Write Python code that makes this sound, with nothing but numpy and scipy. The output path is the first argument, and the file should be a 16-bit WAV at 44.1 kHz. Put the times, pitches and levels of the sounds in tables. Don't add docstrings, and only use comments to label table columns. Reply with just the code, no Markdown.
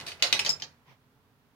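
import sys
import numpy as np
from scipy import signal
from scipy.fft import rfft, irfft
from scipy.io import wavfile

SR = 44100
rng = np.random.default_rng(int(sys.argv[2]) if len(sys.argv) > 2 else 0)


def inscribe(sig):
    pcm = np.round(np.clip(np.atleast_2d(sig).T, -1, 1) * 32767)
    wavfile.write(sys.argv[1], SR, pcm.astype(np.int16))


N = 68355
SHOT = 24576
T = np.arange(N) / SR
AGE = T[:SHOT]

# start in seconds, level in dB, bass, upper mids and treble in dB,
# rebound delay in seconds, rebound level in dB, room send in dB.
MARBLE_HITS = [(0.001, -21, 13.5, 0.5, 4.5, 0.01, -1, -1), (0.0648, -20, 6, 0, 6.5, 0.0031, 3.5, 5),
               (0.083, -17, 1, -2.5, 4, 0.0031, -3, 1.5), (0.1179, -18, 6.5, -0.5, -4.5, .002, -6.5, -6),
               (0.1962, -30, 7, -5, -6.5, .004, 0.5, 3), (0.2237, 6, -0.5, 0, 0, .0018, -10, 1),
               (0.3267, 5, 0, 0, -1.5, .0032, -7.5, -1.5), (0.3924, 1.5, -3.5, -7.5, -0.5, .0035, -1.5, -5),
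               (0.4492, -15, 16, 7.5, 8, .005, -5.5, 2), (0.503, -22.5, 20, -0.5, -4, .008, -3, -11.5),
               (0.599, -26.5, 10, 0, -4, 0.0059, -17, 3)]
# frequency in Hz, relative level in dB.
PIECE_EQ = [(60, -27), (200, -20), (450, -15), (1200, -12.5), (2400, -0.5), (3800, 4), (5800, -1.5),
            (7500, -10.5), (10000, -16), (15000, -29.5)]
# pitch in Hz, relative level in dB, t60 in seconds.
PIECE_RING = [(722.6, -28, 0.14), (874.7, -28, 0.14), (1173, -27.5, 0.1), (2037, -10.5, 0.041),
              (2534, 1.5, 0.031), (2815, -3, 0.022), (3037, 0.5, 0.027), (3814, 1, .018), (4538, 0, .025),
              (5700, -1.5, 0.017), (8353, -10, 0.0092)]


def marble_knocks(ring_db=-1.5, pan_db=-0.5):
    out, part = np.zeros((2, N)), body(PIECE_EQ, PIECE_RING)
    for start, db, bass_db, mids_db, treble_db, rebound_s, rebound_db, room_db in MARBLE_HITS:
        hit = strike(part, 0, ring_db)
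        rebound = from_db(rebound_db) * delay(rebound_s) * strike(part, 0, ring_db)
        tone = colour([(900, bass_db), (2900, 0), (3800, mids_db), (6500, mids_db), (9500, treble_db)])
        knock = in_room((hit + rebound) * tone, room_db, pan_db, tail_db=-2.5, early_db=-9.5)
        add(out, start, from_db(db) * knock)
    return out


# start in seconds, level in dB, rebound delay in seconds,
# rebound level in dB, room send in dB.
LEVER_HITS = [(0.4621, -4, .002, -2.5, -2), (0.6213, -11.5, 0.0029, -4, -2.5)]
# frequency in Hz, relative level in dB.
LEVER_EQ = [(100, -18), (500, -5.5), (1300, -9), (1900, -0.5), (3500, 1.5), (4600, 7.5), (6000, 1.5),
            (6900, -1.5), (7800, -21), (10000, -30), (15000, -25.5)]
# pitch in Hz, relative level in dB, t60 in seconds.
LEVER_RING = [(1924, -10, 0.029), (3140, -2, 0.043), (4560, -24, 0.032), (6310, -4.5, 0.0062)]


def lever_clacks(dry_ring_db=-3, ring_in_room_db=-13, pan_db=-2.0):
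    out, part = np.zeros((2, N)), body(LEVER_EQ, LEVER_RING)
    _, ringing = part
    for start, db, rebound_s, rebound_db, room_db in LEVER_HITS:
        rebound = from_db(rebound_db) * delay(rebound_s)
        contacts = strike(part, 0, ring_in_room_db) + rebound * strike(part, 0, ring_in_room_db)
        dry_ring = from_db(dry_ring_db) * irfft(ringing * (1 + rebound)) * panned(pan_db)
        clack = in_room(contacts, room_db, pan_db, tail_db=-5.5, early_db=-1.5)
        add(out, start, from_db(db) * (clack + dry_ring))
    return out


# start in seconds, level in dB, tick level in dB, room send in dB.
PING_HITS = [(0.3932, -8.5, -13, 5), (0.4927, 4, -10.5, -3.5), (0.5032, -8.5, -10, -6.5),
             (0.5195, -11.5, -11, 0), (0.5996, -21, -39, -15)]
# frequency in Hz, relative level in dB.
TICK_EQ = [(100, -10), (700, -4), (2500, -12.5), (5200, 8), (7200, 5.5), (10000, -19), (15000, -20)]
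# pitch in Hz, relative level in dB, t60 in seconds.
PING_RING = [(5234, 1.5, 0.057), (5480, -6, .04), (7060, -8, 0.034), (9560, -27, 0.0094),
             (11900, -18, 0.01)]


def small_part_pings(pan_db=4.0):
    out, part = np.zeros((2, N)), body(TICK_EQ, PING_RING)
    for start, db, tick_db, room_db in PING_HITS:
        ping = in_room(strike(part, tick_db, 0), room_db, pan_db, tail_db=-7, early_db=1)
        add(out, start, from_db(db) * ping)
    return out


# start in seconds, gain in dB.
PANEL_HITS = [(0.03, -4.5), (0.114, -4), (0.328, 3.5), (0.493, 7.5), (0.622, -4.5), (1.165, -15)]
# pitch in Hz, level in dB before a thump's gain, t60 in seconds.
PANEL_RING = [(87, -64.5, 0.93), (147.8, -55, 0.48), (276, -69, .5), (403, -58, 0.13), (721, -61.5, .2),
              (850, -54.5, 0.081)]
# time in seconds, level in dB.
ROLL_FADER = [(0, -48), (.17, -57.5), (.3, -50), (.51, -52.5), (.57, -57.5), (.7, -64.5), (.85, -73.5),
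              (1.55, -86)]
# frequency in Hz, relative level in dB.
ROLL_EQ = [(25, -15), (55, -9.5), (100, 3.5), (250, -7), (700, -9), (1500, -5), (4000, -20), (12000, -31)]


def board_rumble(pan_db=-1.5):
    out = from_db(np.interp(T, *np.transpose(ROLL_FADER))) * noise(ROLL_EQ)
    drum = ring(PANEL_RING)
    for start, db in PANEL_HITS:
        add(out, start, from_db(db) * drum)
    return out * panned(pan_db)


# frequency in Hz, relative level in dB.
SCUFF_EQ = [(80, -13), (143, 13), (200, -3), (800, -3), (1000, 3), (1200, -3), (1650, -9), (1900, -3),
            (2400, -0.5), (2700, -8.5), (3100, -4.5), (3800, -12), (5800, -15), (7500, -33), (15000, -25)]


def scuff(peak_s=0.907, width_s=0.029, level_db=-56.5):
    swell = np.exp(-.5 * ((T - peak_s) / width_s) ** 2)
    return from_db(level_db) * swell * noise(SCUFF_EQ)


# band centre in Hz, relative level in dB, t60 in seconds.
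REVERB_BANDS = [(150, 0.5, 0.496), (610, 10.5, 0.27), (2550, -1.5, .29), (4980, 0.5, 0.22),
                (12000, -1, 0.26)]


def in_room(spectrum, room_db, pan_db, tail_db, early_db, predelay_s=0.0047, build_s=0.004):
    hz, white = np.fft.rfftfreq(SHOT, 1 / SR), diffuse(SHOT)
    onset = np.clip((AGE - predelay_s) / build_s, 0, 1)
    tail = 0
    for centre, db, t60 in REVERB_BANDS:
        band = at_hz([(row[0], row[0] == centre) for row in REVERB_BANDS], hz)
        tail += from_db(db) * dying(t60) * irfft(white * band)
    early = irfft(diffuse(SHOT)) * dying(t60=0.085)
    echoes = from_db(tail_db) * unit(tail * onset) + from_db(early_db) * unit(early * onset)
    wet = from_db(room_db) * rfft(echoes) * panned(pan_db=-4.5)
    return irfft(spectrum * (panned(pan_db) + wet))


# frequency in Hz, relative level in dB.
ROOM_TONE_EQ = [(25, -21.5), (55, -10.5), (100, -4), (140, -2.5), (180, -12.5), (260, -2), (340, -21),
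                (420, -9), (520, -18.5), (1000, -15), (2000, -22), (4000, -27), (8000, -36), (15000, -31.5)]


def room_tone(level_db=-66):
    return from_db(level_db) * noise(ROOM_TONE_EQ)


# frequency in Hz, left-right likeness from 0 (wide) to 1 (mono).
STEREO_LIKENESS = [(100, 0.7), (500, 1), (1000, .5), (2000, 0), (5000, .05), (15000, 0)]


def diffuse(size):
    hz = np.fft.rfftfreq(size, 1 / SR)
    mid, side = rng.standard_normal((2, len(hz))) + 1j * rng.standard_normal((2, len(hz)))
    alike = np.clip(at_hz(STEREO_LIKENESS, hz), 0, 1)
    return np.sqrt(1 + alike) * mid + np.sqrt(1 - alike) * side * [[1], [-1]]


def noise(eq):
    x = irfft(diffuse(N) * from_db(at_hz(eq, np.fft.rfftfreq(N, 1 / SR))), N)
    return x / x.std()


def strike(part, knock_db, ring_db, click_db=-7, shudder_db=1.5, left_lead_s=.00007):
    knock, ringing = part
    shudder = from_db(shudder_db) * rfft(unit(irfft(diffuse(SHOT)) * dying(t60=0.038)))
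    impulse = np.array([delay(0), delay(left_lead_s)])
    click = from_db(click_db) * impulse
    return from_db(knock_db) * knock * (click + shudder) + from_db(ring_db) * ringing * impulse


def body(eq, modes):
    return rfft(unit(irfft(colour(eq)))), rfft(unit(ring(modes)))


def ring(modes):
    return sum((-1) ** k * from_db(db) * np.sin(2 * np.pi * hz * AGE) * dying(t60)
               for k, (hz, db, t60) in enumerate(modes))


def colour(eq):
    gain = from_db(at_hz(eq, np.fft.rfftfreq(SHOT, 1 / SR)))
    cepstrum = irfft(np.log(gain))[:SHOT // 2]
    cepstrum[1:] *= 2
    return np.exp(rfft(cepstrum, SHOT))


def at_hz(points, hz):
    freqs, values = np.transpose(points)
    return np.interp(np.log(np.maximum(hz, 1)), np.log(freqs), values)


def dying(t60):
    return np.exp(-np.log(1000) * AGE / t60)


def delay(seconds):
    return np.exp(-2j * np.pi * np.arange(SHOT // 2 + 1) * np.round(seconds * SR) / SHOT)


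def unit(x):
    return x / np.sqrt(np.sum(x ** 2, axis=-1, keepdims=True))


def from_db(db):
    return 10 ** (np.asarray(db) / 20)


def panned(pan_db):
    return from_db([[pan_db / 2], [-pan_db / 2]])


def add(out, start_s, sound):
    start = int(max(start_s, 0) * SR)
    out[:, start:start + sound.shape[-1]] += sound[..., :N - start]


def scene():
    toy = marble_knocks() + lever_clacks() + small_part_pings() + board_rumble()
    return toy + (scuff() + room_tone()) * panned(pan_db=-3.0)


def record(dry):
    cutoff_hz = 15800
    return signal.sosfilt(signal.ellip(10, .2, 70, cutoff_hz, fs=SR, output="sos"), dry)


dry = scene()
out = record(dry)
inscribe(out)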